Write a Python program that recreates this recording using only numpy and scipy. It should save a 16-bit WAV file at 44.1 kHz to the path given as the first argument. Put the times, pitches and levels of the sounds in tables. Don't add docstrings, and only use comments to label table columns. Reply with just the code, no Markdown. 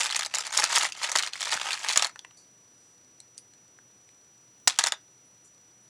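import sys
import numpy as np
from scipy import signal
from scipy.fft import rfft, irfft, next_fast_len
from scipy.io import wavfile

SR = 44100
rng = np.random.default_rng(int(sys.argv[2]) if len(sys.argv) > 2 else 0)


def to_wav(sig):
    pcm = np.clip(np.atleast_2d(sig), -1, 1) * 32767
    pcm = np.round(pcm).astype(np.int16)
    wavfile.write(sys.argv[1], SR, pcm.T)


N = 259737

# f/Hz, relative level/dB
HISS_COLOUR = [(25, -11), (60, -12), (124, -7.5), (350, -6), (690, -9.5), (4600, -12.5), (9300, -11),
               (11000, -11), (12300, -5.5), (15500, 0.5), (16500, -15.5)]
# f/Hz, rms level/dB
HUM_AND_WHINE = [(119.9, -83.5), (5880, -57.5), (8484, -85), (9157, -77.5)]
# f/Hz, width/Hz, weight/dB
TICK_MODES = [(4800, 1400, 2), (6200, 220, -1.5), (7380, 2300, 3)]
# t/s, level/dB, wall share/dB
STROKES = [
    [(0.0, -25.5, -1.5), (0.082, -39, 0.5), (0.12, -36.5, 0), (0.244, -43, 2.5), (0.275, -50.5, 5),
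     (0.3, -52, -5)],
    [(0.306, -49, 0), (0.36, -39, 3.5), (0.428, -40.5, 0.5), (0.51, -38, 5), (0.58, -30, -2),
     (0.67, -35, 3), (0.728, -27, 1.5), (0.8, -29.5, -1.5), (0.85, -29, -7.5), (0.91, -50, -7.5)],
    [(0.916, -52, 1), (1.0, -43.5, -0.5), (1.04, -31.5, -1.5), (1.104, -41.5, 6), (1.14, -38.5, 2),
     (1.19, -38, 4.5), (1.3, -50.5, 3.5)],
    [(1.306, -55.5, 3), (1.35, -37, -1.5), (1.395, -41.5, -4.5), (1.474, -31, -6.5), (1.54, -33, 0),
     (1.59, -39, -4.5), (1.66, -36, 2), (1.73, -37.5, 5.5), (1.78, -39, -5), (1.874, -34, 2),
     (1.94, -34.5, -1), (2.0, -32, -2.5), (2.056, -42.5, 3), (2.13, -70.5, -2)],
    [(4.677, -51.5, -8), (4.713, -43, -15), (4.78, -47, -0.5), (4.8, -42, -5), (4.86, -35, 2),
     (4.9, -62, -3), (4.94, -72, 7), (4.99, -80, 10)],
]
# t/s, level/dB, bead pitch f/Hz, wall knock relative to the blow/dB
COLLISIONS = [(0.0054, -13.5, 6830, -6.5), (0.0135, -18.5, 3850, -4), (0.0327, -15, 7440, -19),
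              (0.05, -19.5, 5250, -6.5), (0.0588, -15.5, 3660, -19), (0.065, -19, 4460, -10),
              (0.07, -24, 2050, -8), (0.109, -19, 4120, -10), (0.1247, -18.5, 3250, -19),
              (0.1466, -17.5, 4400, -5), (0.1589, -14.5, 4450, -10), (0.1635, -10.5, 6510, -10.5),
              (0.175, -25.5, 3130, -12), (0.1926, -14, 7400, -5), (0.209, -18.5, 3540, -10),
              (0.2217, -20.5, 2110, -14), (0.2316, -17.5, 3640, -17), (0.249, -19.5, 4430, -10),
              (0.261, -16.5, 6460, -5.5), (0.3392, -17, 4450, 0), (0.3475, -11.5, 6430, -14),
              (0.3531, -13, 7330, -18), (0.3686, -23, 3750, -1), (0.3845, -13.5, 7360, -11),
              (0.4066, -16.5, 7300, -6), (0.451, -26, 4560, -8), (0.4671, -21, 6740, -3),
              (0.526, -19, 7100, -6.5), (0.5411, -18.5, 6400, -8), (0.5475, -18.5, 5160, -4),
              (0.5566, -19.5, 4365, -5), (0.5712, -16.5, 5280, -5.5), (0.5746, -6.5, 7180, -15.5),
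              (0.5865, -15, 3900, 3.5), (0.5978, -10, 5210, -5.5), (0.6223, -17.5, 1760, -15),
              (0.6333, -14.5, 1810, -3), (0.64, -7, 6670, -8), (0.651, -18.5, 4160, -16.5),
              (0.7008, -23, 1780, -0.5), (0.73, -20, 7230, -21), (0.7403, -20.5, 4440, -6.5),
              (0.7507, -18, 3140, -9.5), (0.7546, -11.5, 8200, -10), (0.7593, -7, 4870, -9.5),
              (0.7664, -13, 3580, -13), (0.7743, -12.5, 3500, 0), (0.7826, -8, 7200, -25.5),
              (0.7974, -20.5, 6500, 1), (0.8076, -21.5, 3600, -2), (0.8231, -21, 2000, -3.5),
              (0.832, -13.5, 7150, -3), (0.8441, -16.5, 4530, -5.5), (0.8518, -18, 2000, -21),
              (0.8643, -22, 7200, -2.5), (0.8889, -28, 8760, -11), (0.922, -22, 4900, -33),
              (0.973, -32, 6900, 2.5), (0.9904, -33, 4970, -7.5), (1.0154, -27.5, 1830, 0),
              (1.0321, -15, 4430, -5), (1.0415, -16, 4240, -6), (1.0943, -19.5, 6800, -2),
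              (1.1168, -13.5, 6800, -5.5), (1.1538, -13.5, 7000, 7), (1.159, -7, 4430, -7.5),
              (1.1716, -11, 5160, -10.5), (1.186, -10, 7100, -14.5), (1.1919, -13, 4230, -18),
              (1.2028, -23, 1910, -18), (1.2247, -14.5, 4170, -24), (1.2308, -25.5, 4300, -25),
              (1.2343, -17, 2920, -29), (1.2451, -24.5, 4280, -6), (1.2631, -21, 6930, -5),
              (1.2735, -20, 4270, -7.5), (1.3333, -22, 4250, -13.5), (1.356, -31, 2000, -13),
              (1.407, -17.5, 7020, -6.5), (1.4172, -17.5, 4140, -14), (1.428, -17.5, 3500, -6),
              (1.4542, -22, 4260, -7.5), (1.469, -26, 1760, 3), (1.5161, -18.5, 4500, -13),
              (1.5235, -17, 4250, 4), (1.5309, -14.5, 4660, -22), (1.5402, -16, 6820, -0.5),
              (1.5629, -28, 4400, -14.5), (1.598, -24.5, 3260, -5), (1.614, -19, 3600, -0.5),
              (1.6681, -21.5, 3200, 1), (1.687, -22, 3280, -1), (1.7065, -15.5, 2760, -11),
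              (1.7193, -19, 3570, -15), (1.7307, -17, 4300, -18), (1.7404, -21, 4450, -5.5),
              (1.7752, -26.5, 2100, -22), (1.846, -19.5, 1890, -15), (1.8859, -12.5, 6500, -26),
              (1.8921, -15, 4470, -7), (1.9052, -17.5, 3980, -15), (1.9106, -16.5, 3260, -6.5),
              (1.925, -16, 4460, -11), (1.9336, -16, 4400, -11), (1.9593, -11, 5100, -3.5),
              (1.9716, -19, 2040, 4.5), (1.9741, -3, 6920, -18.5), (1.995, -16.5, 3580, -1),
              (2.023, -9, 4700, -4.5), (2.0322, -18.5, 4150, -5), (2.046, -12, 4310, -5.5),
              (2.0608, -24, 2020, -16), (2.0685, -22.5, 7100, -5), (2.0943, -35, 7640, -0.5),
              (2.159, -32, 1500, -11), (2.192, -26.5, 3480, -11), (2.248, -31.5, 2680, -9),
              (2.309, -44.5, 2830, 2), (4.6744, -5, 4040, -4.5), (4.678, 0.5, 6790, -13),
              (4.682, -13.5, 6700, -9), (4.698, -16.5, 3430, -10), (4.705, -20, 3680, -9),
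              (4.7215, -33, 2800, -13), (4.7545, -39, 3660, -13), (4.788, -4, 7030, -4.5),
              (4.7926, -7.5, 5840, -7), (4.7966, -19, 4300, -25), (4.8091, -17.5, 1940, -27),
              (4.8386, -7.5, 6700, -5.5), (4.85, -21.5, 3570, -5), (4.862, -12, 6970, -5.5),
              (4.8701, -12, 5250, -5), (4.8764, -21.5, 3460, -4), (4.8839, -19.5, 6920, -5.5),
              (4.9214, -12, 3640, -5), (4.9366, -28, 1500, -10)]
# f/Hz, width/Hz, weight/dB
WALL_MODES = [(354, 130, -13.5), (595, 267, -8.5), (908, 200, -1.5), (1268, 120, 1), (1864, 720, -3),
              (2290, 490, -5.5)]
# f/Hz, gain/dB
CRACK_COLOUR = [(700, -39.5), (1500, -13), (3000, -7), (5000, -2.5), (7300, -0.5), (11000, -6),
                (16000, -4.5)]
# f/Hz, t60/s
ROOM_DECAY = [(300, 0.16), (1500, 0.18), (5000, 0.14), (14000, 0.04)]
# t/s, level/dB
PUSHES = [(0.009, -54), (0.598, -64), (0.718, -60), (1.556, -49.5), (1.973, -43.5), (4.674, -39.5),
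          (4.789, -48.5)]
# t/s, level/dB, lower edge f/Hz, t60/s
FINGER_SLIPS = [(2.37, -50, 4550, 0.27), (3.385, -45, 9350, 0.11), (5.25, -64, 9800, 0.42),
                (5.445, -50, 7160, 0.18), (5.826, -60, 10170, 0.21)]
# f/Hz, width/Hz, weight/dB
RUSTLE_MODES = [(5000, 900, 0), (8960, 2300, 0)]
# t/s, level/dB, pitch f/Hz, crack relative to the tap/dB
BEAD_TAPS = [(3.2026, -30.5, 7770, -20.5), (3.3735, -54, 5530, -5), (3.379, -25.5, 8230, -28),
             (3.385, -38.5, 8700, -9), (3.536, -50, 3000, -5), (3.788, -45.5, 1600, -16),
             (4.09, -48, 4020, -8), (4.6, -51, 9000, -9)]
# f/Hz, gain/dB
MIC_RESPONSE = [(20, -19), (100, 7.5), (7500, -3), (10600, -8), (11400, -15.5), (11780, -38), (12200, -20),
                (13500, -22), (15300, -27.5), (16500, -40.5)]

FRAME_HZ, FIRST_FRAME_S = 30, 0.0118
STIR_COUNT = 3500
CRACK_GROWS, HARD_DB, CRACK_DB = 1.25, -11.5, 3
ROOM_DB = -15.5
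RUSTLE_S, RUSTLE_LENGTH_S, RUSTLE_DB = 2.85, 0.1, -65
CEILING = 0.8
TOP_HZ = 16600


def amp(db):
    return 10 ** (np.asarray(db) / 20)


def unit(x):
    return x / np.sqrt(np.mean(x ** 2) + 1e-20)


def along(points, hz):
    f, value = np.transpose(points)
    return np.interp(np.log(hz + 1), np.log(f + 1), value)


def filtered(x, response):
    size = next_fast_len(x.shape[-1] + SR // 8)
    spectrum = rfft(x, size) * response(np.fft.rfftfreq(size, 1 / SR))
    return irfft(spectrum, size)[..., :x.shape[-1]]


def modes(table):
    def response(f):
        total = 0
        for k, (centre, width, db) in enumerate(table):
            damping = 1j * f * width
            total = total + (-1) ** k * amp(db) * damping / (centre * centre - f * f + damping)
        return total
    return response


def place(times, rows):
    at = np.round(times * SR).astype(int)[:, None] + np.arange(rows.shape[1])
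    return np.bincount(at.ravel(), rows.ravel(), N + SR)[:N]


def camera():
    t = np.arange(N) / SR
    noise = filtered(rng.standard_normal(N), lambda hz: amp(along(HISS_COLOUR, hz)))
    hiss = amp(-58.5) * unit(noise)
    tones = sum(np.sqrt(2) * amp(db) * np.sin(2 * np.pi * hz * t) for hz, db in HUM_AND_WHINE)
    frames = np.arange(FIRST_FRAME_S, N / SR, 1 / FRAME_HZ)
    tick_level = amp(-57 + 1.5 * rng.standard_normal((len(frames), 1)))
    bursts = rng.standard_normal((len(frames), 160)) * tick_level * np.hanning(160)
    ticks = filtered(place(frames, bursts), lambda hz: modes(TICK_MODES)(hz) ** 2)
    return hiss + tones + ticks


def collide(times, pitch_hz, ring_db, knock_db, crack_db, crack_t60, ring_t60):
    t = np.arange(SR // 100) / SR
    rise = 1 - np.exp(-t / 0.00027)
    chatter = np.sign(rng.standard_normal((len(times), 2, len(t)))) * rise

    neighbours = np.exp(rng.normal(0, 0.399, (len(times), 4)))
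    ratios = np.column_stack([np.ones(len(times)), neighbours])[..., None]
    carrier = np.sin(2 * np.pi * pitch_hz[:, None, None] * ratios * t)
    together = carrier[:, 0] + 0.66 * carrier[:, 1:].sum(axis=1)
    ring = together * rise * amp(ring_db[:, None] - 60 * t / ring_t60)

    crack = chatter[:, 0] * amp(crack_db[:, None] - 60 * t / crack_t60)
    blow = chatter[:, 1] * amp(knock_db[:, None] - 60 * t / 0.014)
    bright = filtered(place(times, crack), lambda hz: amp(along(CRACK_COLOUR, hz)))
    body = place(times, ring) + filtered(place(times, blow), modes(WALL_MODES))
    return bright + filtered(body, lambda hz: 1 / (1 + 380 / (1j * hz + 1)) ** 3)


def stirring(s):
    silent_db = -120
    rows = []
    for stroke in STROKES:
        before = (stroke[0][0] - 0.002, silent_db, 0)
        after = (stroke[-1][0] + 0.002, silent_db, 0)
        rows.append([before, *stroke, after])
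    when, db, wall_db = np.transpose(np.concatenate(rows))
    return np.interp(s, when, db), np.interp(s, when, db + wall_db)


def stir():
    chance = rng.random((STIR_COUNT, 4))
    s = chance[:, 0] * N / SR
    heap_db, wall_db = stirring(s)
    size_db = -4.2 * np.log(chance[:, 1] + 0.02)
    pitch_hz = 2200 * 3.6 ** chance[:, 2]
    blow_db = heap_db + size_db
    knock_db = wall_db + size_db + 8 * (chance[:, 3] - 0.5) + 5.5
    return collide(s, pitch_hz, blow_db - 0.5, knock_db, blow_db - 2.0, crack_t60=0.019, ring_t60=0.0075)


def crack_of(db):
    return HARD_DB + CRACK_GROWS * (db - HARD_DB) + CRACK_DB


def clacks():
    s, db, hz, knock_db = np.transpose(COLLISIONS)
    return collide(s, hz, db - 2, db + knock_db + 11, crack_of(db), crack_t60=0.013, ring_t60=0.011)


def jostle():
    s, db, hz, knock_db = np.repeat(np.transpose(COLLISIONS), 3, axis=1)
    chance = rng.standard_normal((len(s), 3))
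    level_db = 0.66 * db + 0.3 * stirring(s)[0] + 2.0 * chance[:, 0]
    lag = 0.0005 + 0.005 * np.abs(chance[:, 1])
    pitch_hz = hz * np.exp(0.3 * chance[:, 2])
    wall_db = level_db + knock_db + 8.5
    return collide(s + lag, pitch_hz, level_db - 8.5, wall_db, level_db - 1.0, crack_t60=0.014, ring_t60=0.014)


def room(x):
    step, delay = SR // 10, 60
    out = np.zeros(N + SR)
    for start in range(0, N, step):
        hz, t, grains = signal.stft(rng.standard_normal(SR // 4), SR, nperseg=128)
        decay = amp(-60 * t / along(ROOM_DECAY, hz)[:, None])
        tail = signal.istft(grains * decay, SR, nperseg=128)[1]
        wet = signal.fftconvolve(x[start:start + step], tail / np.linalg.norm(tail))
        out[start + delay:][:len(wet)] += wet
    return out[:N]


def thumps():
    s, db = np.transpose(PUSHES)
    u = np.arange(SR // 20) / SR / 0.0006
    pulse = u * (2.3 - u) * np.exp(-u)
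    push = place(s, amp(db[:, None] + 11.0) * pulse)
    return filtered(push, lambda hz: 1 / (1 + 70 / (1j * hz + 1)))


def slips():
    out, t = np.zeros(N + SR), np.arange(SR // 4) / SR
    for s, db, edge_hz, t60 in FINGER_SLIPS:
        def colour(f):
            above = (f > edge_hz) * (f < 11500)
            return modes([(edge_hz, 400, 0)])(f) ** 2 + 0.3 * above
        noise = unit(filtered(rng.standard_normal(len(t)), colour))
        rise = 1 - np.exp(-t / 0.0017)
        out[round(s * SR):][:len(t)] += amp(db - 60 * t / t60) * noise * rise
    return out[:N]


def rustle():
    noise = filtered(rng.standard_normal(N), modes(RUSTLE_MODES))
    swell = np.exp(-0.5 * ((np.arange(N) / SR - RUSTLE_S) / RUSTLE_LENGTH_S) ** 2)
    return amp(RUSTLE_DB) * unit(noise) * swell


def taps():
    s, db, hz, crack_db = np.transpose(BEAD_TAPS)
    no_wall_db = np.full(len(s), -120)
    return collide(s, hz, db, no_wall_db, db + crack_db + 14.0, crack_t60=0.017, ring_t60=0.01)


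def scene():
    beads = clacks() + jostle() + stir() + taps()
    answer = amp(ROOM_DB) * room(beads)
    mix = beads + answer + thumps() + slips() + rustle() + camera()
    return mix[None]


def record(dry):
    heard = filtered(dry, lambda hz: amp(along(MIC_RESPONSE, hz)))
    rounded = heard / (1 + np.abs(heard / CEILING) ** 4) ** (1 / 4)
    return filtered(rounded, lambda hz: hz < TOP_HZ)


dry = scene()
out = record(dry)
to_wav(out)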